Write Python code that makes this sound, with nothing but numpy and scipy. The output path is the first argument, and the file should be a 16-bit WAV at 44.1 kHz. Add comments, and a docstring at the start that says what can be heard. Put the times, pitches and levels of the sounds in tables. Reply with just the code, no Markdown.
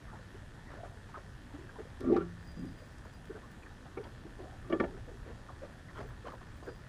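"""Small waves lap against the hull of an open fishing boat on a calm lake, exciting trapped air pockets.
A rod is dragged out of its holder and another is knocked down into one: friction and impact drive the
hull's modes, which boom. Reel hardware rings and ticks faintly, with a thin sizzle far above. A small
pump buzzes under the deck, its ticks resonating in its casing, over a steady wash of water and air.
One microphone inside a closed housing hears it all, hence dull and mono."""
import sys
import numpy as np
from scipy import signal
from scipy.fft import rfft, irfft
from scipy.io import wavfile
from scipy.ndimage import uniform_filter1d

SR = 44100
rng = np.random.default_rng(int(sys.argv[2]) if len(sys.argv) > 2 else 0)


def inscribe(sig):
    """Save sig as 16-bit PCM at rate SR to the path in sys.argv[1].

    A 1-D sig is mono; a 2-D sig holds one channel per row.
    Samples are clipped to [-1, 1] before scaling.
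    """
    pcm = np.round(np.clip(np.atleast_2d(sig).T, -1, 1) * 32767)
    wavfile.write(sys.argv[1], SR, pcm.astype(np.int16))


N = 303408

# normal modes of hull and holder: f/Hz, gain/dB, T60/s
HULL_MODES = [(172.1, -1.5, 1), (204.2, 2.5, 0.15), (256, 1, 0.078), (267.5, -2.5, 0.12), (343.4, 2, 0.087),
              (374, -3.5, 0.064), (401, -5.5, 0.19), (470, -4.5, 0.16), (566, 3.5, 0.11), (635, 7, 0.047),
              (780, -1, 0.13), (888, -3, 0.022), (1160, -4, 0.056), (1216, -2, 0.028), (1370, -3.5, 0.063),
              (1470, -3.5, 0.028), (1735, -7.5, 0.1), (1820, -0.5, 0.04), (2110, -0.5, 0.029),
              (2280, 3, 0.026), (2380, -5, 0.017), (2860, 4.5, 0.016), (3150, -1, 0.042), (3240, -7, 0.1),
              (3340, 0, 0.07), (4800, 3, 0.05)]
# impacts on the hull: t/s, deck level/dB, boom level/dB, boom f/Hz, boom spread/octaves,
# clack level/dB, clack f/Hz, clack spread/octaves, crack level/dB
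HULL_IMPACTS = [(2.006, -56, -35.5, 383, 0.33, -50, 1280, 0.6, -47),
                (2.041, -68, -40, 300, 1.08, -57, 1200, 0.93, -69),
                (2.097, -68, -29, 352, 0.44, -59, 1160, .4, -78),
                (2.124, -59, -34, 348, 0.11, -46, 785, .4, -48),
                (2.148, -67, -31, 340, 0.18, -56, 785, 0.25, -80),
                (2.163, -46.5, -35, 342, 0.21, -29.5, 1250, 0.33, -41),
                (2.206, -40, -44, 357, .3, -54, 1420, 0.77, -74),
                (2.566, -46, -37, 214, 0.2, -65, 1200, 0.64, -72),
                (2.625, -61, -50, 290, 0.28, -59, 1200, 0.98, -72),
                (3.968, -69, -29, 424, 0.2, -41, 1060, 0.45, -80),
                (4.038, -70, -65, 400, 0.55, -59, 2100, 1.1, -49),
                (4.697, -57, -43.5, 474, 0.48, -50, 1200, 0.46, -50),
                (4.724, -47, -32.5, 513, 0.86, -35.5, 1650, 0.73, -55),
                (4.799, -44, -34, 302, 1.6, -28.5, 1590, 0.5, -43),
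                (4.838, -55, -36.5, 620, 0.45, -38.5, 1600, 0.52, -60),
                (5.843, -51, -73, 300, .5, -82, 1200, .8, -75)]


def lapping_waves():
    """Bubble resonance: each slap sets a trapped air pocket ringing and throws water, heard as noise."""
    # t/s, duration/s, pocket f/Hz, pocket level/dB, thrown water level/dB
    laps = [(0.062, 0.11, 1740, -71, -61), (0.127, 0.054, 940, -53, -65), (0.191, 0.014, 577, -58, -66),
            (0.341, 0.032, 400, -52.5, -67), (0.668, 0.04, 1940, -61.5, -73), (0.698, 0.04, 1150, -70, -53),
            (0.736, 0.041, 935, -57, -51.5), (0.77, 0.064, 686, -54.5, -68),
            (0.831, 0.0078, 707, -43.5, -57), (0.84, 0.035, 770, -58, -53.5), (1.089, 0.01, 905, -58, -70),
            (1.14, 0.03, 1260, -46, -79), (1.167, 0.028, 1120, -50, -52), (1.536, 0.015, 288, -45.5, -58),
            (1.58, 0.09, 360, -54.5, -85), (1.688, 0.017, 1630, -53.5, -63), (1.756, 0.032, 935, -55, -75),
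            (1.784, 0.028, 417, -43.5, -51), (1.845, 0.034, 530, -56, -64), (2.817, 0.017, 563, -56.5, -67),
            (3.05, 0.018, 1030, -55, -53), (3.295, 0.029, 407, -42, -60), (3.302, 0.025, 1510, -60, -72),
            (3.341, 0.04, 433, -49, -57), (3.352, 0.024, 1520, -56.5, -78), (3.43, 0.038, 1180, -58.5, -68),
            (3.623, 0.016, 2450, -61, -69), (3.658, 0.012, 1730, -55, -62), (3.851, 0.034, 786, -58.5, -62),
            (3.97, 0.053, 422, -44, -61), (3.971, 0.014, 2230, -53, -78), (4.035, 0.046, 940, -54, -57),
            (4.25, 0.016, 308, -47, -72), (4.258, 0.042, 308, -54.5, -90),
            (4.387, 0.031, 368, -46.5, -57.5), (4.417, 0.11, 760, -59.5, -80),
            (4.424, 0.028, 297, -53.5, -73), (4.433, 0.045, 624, -55, -72), (4.52, 0.044, 753, -57, -74),
            (4.898, 0.098, 423, -52.5, -61.5), (5.076, 0.025, 463, -49.5, -58),
            (5.105, 0.058, 394, -55, -77), (5.259, 0.032, 476, -53, -62), (5.282, 0.044, 462, -52.5, -61),
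            (5.487, 0.0093, 1290, -48.5, -61), (5.498, 0.026, 1070, -53.5, -62),
            (5.617, 0.04, 554, -45, -52.5), (5.883, 0.026, 1920, -59, -61), (5.948, 0.031, 1480, -61, -53),
            (5.982, 0.03, 400, -47.5, -47), (5.945, 0.073, 3220, -68.5, -70), (6.022, 0.046, 434, -52, -62),
            (6.092, 0.022, 1260, -62, -62), (6.242, 0.024, 465, -49.5, -57), (6.253, 0.01, 1090, -50, -53),
            (6.264, 0.0089, 995, -51, -46), (6.276, 0.031, 1170, -48, -52.5), (6.263, 0.03, 3080, -65, -85),
            (6.319, 0.0063, 1190, -47, -54), (6.327, 0.045, 1060, -52, -59),
            (6.408, 0.019, 1190, -58, -53.5), (6.624, 0.045, 1060, -55.5, -56),
            (6.67, 0.032, 440, -42.5, -52.5), (6.673, 0.017, 1610, -53.5, -77),
            (6.702, 0.029, 444, -51, -78)]
    # slosh, splash, spray: low f/Hz, high f/Hz, gain/dB for a 600 Hz pocket, slope/(dB per pocket octave)
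    water_bands = [(222, 804, 2, -4.5), (810, 1490, -6, 5), (1840, 4300, -23, 1)]
    broad_low_hz, broad_high_hz, broad_min_s = 850, 1480, .013
    pockets, envelopes = np.zeros(N), np.zeros((3, N))
    drops = rng.standard_normal(N) * from_db(2 * drift(130))  # water lands unevenly
    for start, length, hz, pocket_db, water_db in laps:
        push = stroke(.7 * length, rise=.003, fall=.005)
        noise = drops[round(start * SR):][:len(push)]
        t = np.arange(len(noise)) / SR
        # longer mid-pitched laps sound broad and splashy; higher ones ring as clear drips
        is_broad = broad_low_hz < hz < broad_high_hz and length > broad_min_s
        sag, ring_share = (1, .4) if is_broad else (.4, 1)
        force = noise * push[:len(t)] * np.exp(-sag * t / length)
        force[0] = 12 * np.std(noise)  # first impact of the slap
        pocket = resonator(force, hz, t60=26 * ring_share / hz)
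        pocket = resonator(pocket, hz, t60=3.6 * ring_share / hz)  # steepens the skirts
        pocket *= np.clip(t / .005, 0, 1)  # water meets the hull softly
        pocket_rms = np.sqrt(np.mean(pocket[:round(length * SR)] ** 2))
        add(pockets, start, from_db(pocket_db) * pocket / pocket_rms)
        octaves = np.log2(hz / 600)  # smaller pockets splash brighter
        throw = stroke(length, rise=.007, fall=.011)
        for envelope, (_, _, db, slope) in zip(envelopes, water_bands):
            add(envelope, start, from_db(water_db + db + slope * octaves) * throw)
    thrown_water = sum(band(envelope * drops, low, high) / np.std(band(drops, low, high))
                       for envelope, (low, high, _, _) in zip(envelopes, water_bands))
    return pockets + thrown_water


def hull_knocks():
    """Modal superposition: an impact excites every hull mode, favouring those near its boom and clack."""
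    t, out = np.arange(round(.016 * SR)) / SR, np.zeros(N)
    scatter_db = rng.normal(0, 2.5, (len(HULL_IMPACTS), len(HULL_MODES)))
    phases = rng.uniform(0, 2 * np.pi, scatter_db.shape)
    for k, (hz, mode_db, t60) in enumerate(HULL_MODES):
        push = t * np.exp(-t / (.0012 + .28 / hz))  # low modes take longer to get going
        force = np.zeros(N)
        for impact, chance_db, phase in zip(HULL_IMPACTS, scatter_db[:, k], phases[:, k]):
            start, deck_db, boom_db, boom_hz, boom_spread, clack_db, clack_hz, clack_spread, _ = impact
            boom_db -= 6 * (np.log2(hz / boom_hz) / boom_spread) ** 2
            clack_db -= 6 * (np.log2(hz / clack_hz) / clack_spread) ** 2
            db = deck_db if hz < 190 else boom_db if hz < 700 else clack_db
            drive = 2 * push / push.sum() * np.cos(2 * np.pi * hz * t + phase)
            add(force, start, from_db(db + chance_db) * drive)
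        out += from_db(mode_db) * resonator(force, hz, t60)
    return out


def contact_cracks():
    """Impact transient: the hard first contact of a knock is brief, so its spectrum is broad and bright."""
    t, out = np.arange(round(.03 * SR)) / SR, np.zeros(N)
    envelope = np.clip(t / .0017, 0, 1) * np.exp(-t / .0085)
    for start, *_, crack_db in HULL_IMPACTS:
        add(out, start, from_db(crack_db) * envelope * rng.standard_normal(len(t)))
    return band(band(out, 1700, 5400), 1700, 5400)


def rod_friction():
    """Forced vibration: a rod butt rubbing in its holder drives the modes near two moving frequencies."""
    # one curve per rub: t/s, boom level/dB, boom f/Hz, rasp level/dB, rasp f/Hz
    rubs = [
        [(1.99, -79, 340, -71, 1250), (2.004, -48, 350, -62, 1200), (2.065, -34, 292, -50, 1170),
         (2.082, -26.5, 264, -49, 1160), (2.091, -27, 300, -51, 1160), (2.1, -25, 350, -49, 1160),
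         (2.106, -27, 345, -52, 1150), (2.129, -20, 359, -44, 810), (2.14, -26, 349, -41, 755),
         (2.149, -37, 348, -37.5, 775), (2.157, -22, 345, -41.5, 775), (2.171, -27.5, 336, -39, 1220),
         (2.186, -24.5, 335, -45, 1200), (2.197, -43, 342, -48, 1200), (2.214, -32, 345, -44, 1420),
         (2.238, -44.5, 340, -55, 1350), (2.3, -58, 300, -75, 1200)],
        [(2.55, -68, 235, -77, 1135), (2.572, -44.5, 241, -68, 1150), (2.618, -46, 254, -76, 1150),
         (2.634, -39, 260, -67, 1134), (2.74, -57, 262, -78, 1150)],
        [(4.64, -54, 279, -58, 1150), (4.69, -53, 346, -69, 1140), (4.708, -33.5, 375, -48, 1150),
         (4.72, -42, 330, -47, 1150), (4.732, -27, 330, -40, 1120), (4.748, -33.5, 348, -44, 1150),
         (4.768, -33, 360, -55, 1150), (4.775, -53, 356, -56, 1150), (4.795, -44, 356, -59, 1150),
         (4.804, -23, 345, -36, 990), (4.813, -29.5, 345, -37, 1000), (4.819, -37, 327, -45, 910),
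         (4.846, -33, 323, -43.5, 810), (4.862, -46, 328, -53, 810), (4.869, -48, 298, -56, 810),
         (4.9, -49, 280, -56, 810)],
    ]
    out = np.zeros(N)
    for rub in rubs:
        span = slice(round(rub[0][0] * SR), round(rub[-1][0] * SR))
        boom_db, boom_hz, rasp_db, rasp_hz = (curve[span] for curve in curves(rub))
        slips = rng.standard_normal((2, len(boom_db)))
        motion = np.zeros_like(slips)
        for k, (hz, mode_db, t60) in enumerate(HULL_MODES[1:]):
            is_rasp = int(hz > 700)
            detuning_db = -120 * np.log2(hz / (rasp_hz if is_rasp else boom_hz)) ** 2
            motion[is_rasp] += resonator(slips[k % 2] * from_db(mode_db + detuning_db), hz, 1.83 * t60)
        running_rms = np.sqrt(uniform_filter1d(motion ** 2, size=800) + 1e-12)
        boom, rasp = motion / running_rms  # the hand alone sets the level
        scrape = from_db(rasp_db - 16) * unit_rms(band(slips[0], 1600, 2580))
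        out[span] = band(from_db(boom_db) * boom, 126, 634) + band(from_db(rasp_db) * rasp, 600, 2800)
        out[span] += scrape
    return out


def reel_jingle():
    """Resonance: a loose metal part of the reel rings with one wavering note at each shake of the rod."""
    # t/s, duration/s, level/dB
    shakes = [(2.395, 0.038, -79), (2.45, 0.011, -75), (2.474, 0.043, -66), (2.56, .055, -72),
              (2.655, 0.06, -71), (2.765, .05, -73.5), (2.823, 0.033, -77), (2.985, .01, -72),
              (3.045, .035, -78), (3.138, .028, -72), (3.25, .05, -83), (6.635, 0.13, -76),
              (6.687, .03, -71)]
    note_hz, rise_db_per_s, fall_db_per_s = 4843, 1200, 450
    t, envelope = np.arange(N) / SR, np.zeros(N)
    for start, length, db in shakes:
        ramp_db = np.minimum(rise_db_per_s * (t - start), fall_db_per_s * (start + length - t))
        envelope = np.maximum(envelope, from_db(db + np.minimum(0, ramp_db)))
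    note = np.sqrt(2) * np.sin(2 * np.pi * note_hz * t + .4 * drift(45))
    return envelope * note * from_db(2.5 * drift(40))


def reel_ticks():
    """Damped transients: each tick of the reel is a bright noise burst that decays exponentially."""
    # t/s, level/dB before filtering
    ticks = [(2.006, -47), (2.474, -56), (2.5177, -56), (2.594, -54), (2.6544, -55), (2.859, -60),
             (2.92, -63), (2.9836, -55), (3.054, -58), (3.1363, -55), (3.255, -53), (3.515, -56)]
    t, out = np.arange(round(.02 * SR)) / SR, np.zeros(N)
    for start, db in ticks:
        add(out, start, from_db(db) * rng.standard_normal(len(t)) * np.exp(-t / .0023))
    return band(out, 3400, 9300)


def sizzle():
    """Amplitude modulation: narrow-band noise near the top of hearing comes in short, thin bursts."""
    # t/s, duration/s, level/dB
    bursts = [(2.398, .028, -86), (2.437, 0.088, -84), (2.587, .035, -84), (2.695, .052, -86),
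              (2.768, .038, -81), (2.81, .072, -83), (2.906, 0.023, -83), (3.035, .034, -86),
              (3.12, 0.032, -83), (3.235, .046, -83), (3.422, .03, -88), (3.503, .036, -82),
              (5.955, .03, -85), (6.063, 0.036, -77), (6.31, .04, -80), (6.55, .045, -82),
              (6.645, .03, -84), (6.745, .045, -83)]
    edges_hz = 14880, 15080
    envelope = np.zeros(N)
    for start, length, db in bursts:
        add(envelope, start, from_db(db) * stroke(length, rise=.008, fall=.004))
    hiss = band(band(rng.standard_normal(N), *edges_hz), *edges_hz)
    return envelope * unit_rms(hiss)


def pump():
    """Periodic impulse excitation: three uneven ticks a turn ring the modes of the pump casing."""
    # shaft speed: t/s, rotation f/Hz
    speed = [(0, 34.38), (1.5, 34.44), (2.2, 34.31), (3.2, 34.29), (3.8, 34.21), (6.88, 34.23)]
    # ticks within a turn: phase/turns, level/dB
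    ticks = [(0, 0), (.37, 0), (.68, -11)]
    # f/Hz, gain/dB, T60/s
    casing_modes = [(1534, 5.5, 0.03), (1740, 11.5, 0.019), (1798, 2, 0.022), (3260, 4.5, 0.01)]
    turns = np.cumsum(curves(speed)[0]) / SR + .51
    force = np.zeros(N)
    for phase, db in ticks:
        count = np.floor(turns - phase)
        force += from_db(db) * np.diff(count, prepend=count[0])
    force *= from_db(1.5 * rng.standard_normal(N))  # no two ticks are equally strong
    buzz = sum(from_db(db) * resonator(force, hz, t60) for hz, db, t60 in casing_modes)
    return from_db(-64.5) * unit_rms(buzz)


def lake_wash():
    """Broadband noise: water and air flicker in third-octave bands; those under 150 Hz follow the swell."""
    # f/Hz, relative spectral density/dB
    spectrum = [(12, -47), (20, -4), (75, -3), (125, -4), (160, -8), (250, -11.5), (450, -18.5),
                (700, -20.5), (1200, -23), (1860, -24), (1900, -25.5), (2080, -31), (2600, -31),
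                (3500, -33.5), (10500, -43.5), (13000, -54.5), (15000, -58)]
    # low swell: t/s, level/dB
    swell_levels = [(0, -50), (.6, -51.5), (1.7, -51.5), (1.98, -50), (2.04, -45), (2.2, -48),
                    (3.07, -51.5), (3.93, -52.5), (4.75, -49), (5.15, -46), (5.5, -52.5), (5.92, -52.5),
                    (6.11, -45), (6.22, -53.5), (6.59, -48.5), (6.88, -53)]
    edges_hz = 20 * 2 ** np.arange(0, 9.8, 1 / 3)
    white, parts = rng.standard_normal((2, N)), np.zeros((2, N))
    for k, (low, high) in enumerate(zip(edges_hz, edges_hz[1:])):
        flicker_db = 1.8 if low < 2500 else .9  # steadier in the treble
        parts[int(high > 150)] += from_db(flicker_db * drift(6.8)) * band(white[k % 2], low, high)
    hz, db = np.transpose(spectrum)
    bins_hz = np.fft.rfftfreq(N, 1 / SR)
    colour = from_db(np.interp(np.log(bins_hz + 1), np.log(hz), db))
    swell, wash = irfft(rfft(parts) * colour, N)
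    return from_db(curves(swell_levels)[0]) * unit_rms(swell) + from_db(-54.5) * unit_rms(wash)


def resonator(force, hz, t60):
    """Damped harmonic oscillator: a unit impulse starts a decaying sine of amplitude about 1."""
    r, w = from_db(-60 / (max(t60, .002) * SR)), 2 * np.pi * hz / SR
    return signal.lfilter([0, np.sin(w)], [1, -2 * r * np.cos(w), r * r], force + 1e-18)


def drift(hz):
    """Random fluctuation: noise low-passed at hz, with rms about 1."""
    step, settle = 40, 2000
    r = np.exp(-2 * np.pi * hz * step / SR)
    white = rng.standard_normal(N // step + settle + 2)
    slow = signal.lfilter([1], [1, -2 * r, r * r], white)[settle:]
    return np.interp(np.arange(N) / step, np.arange(len(slow)), unit_rms(slow))


def stroke(length, rise, fall):
    """Envelope with linear attack, hold and exponential decay; times in s."""
    t = np.arange(round((length + .06) * SR)) / SR
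    return np.clip(t / rise, 0, 1) * np.exp(-np.maximum(t - length, 0) / fall)


def band(x, low_hz, high_hz):
    """Band-pass filter with second-order skirts."""
    return signal.sosfilt(signal.butter(2, [low_hz, high_hz], "band", fs=SR, output="sos"), x)


def curves(rows):
    """Linear interpolation of each column against the first, t/s, at every sample."""
    times, *columns = np.transpose(rows)
    return [np.interp(np.arange(N) / SR, times, column) for column in columns]


def add(out, start, piece):
    """Superpose a short sound from a start time in s."""
    at = round(start * SR)
    out[at:at + len(piece)] += piece[:N - at]


def from_db(db):
    """Level to amplitude ratio."""
    return 10 ** (np.asarray(db) / 20)


def unit_rms(x):
    """Normalise to rms 1."""
    return x / np.sqrt(np.mean(x ** 2) + 1e-20)


def scene():
    """Superposition: all sources sum at one microphone, which feeds both channels."""
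    water = lake_wash() + lapping_waves()
    rods = hull_knocks() + contact_cracks() + rod_friction()
    reel = reel_jingle() + reel_ticks()
    return np.tile(water + rods + reel + sizzle() + pump(), (2, 1))


def record(dry):
    """Band limiting: a steep low-pass removes the highest treble."""
    cutoff_hz = 15250
    return signal.sosfilt(signal.ellip(12, .5, 70, cutoff_hz, fs=SR, output="sos"), dry)


dry = scene()
out = record(dry)
inscribe(out)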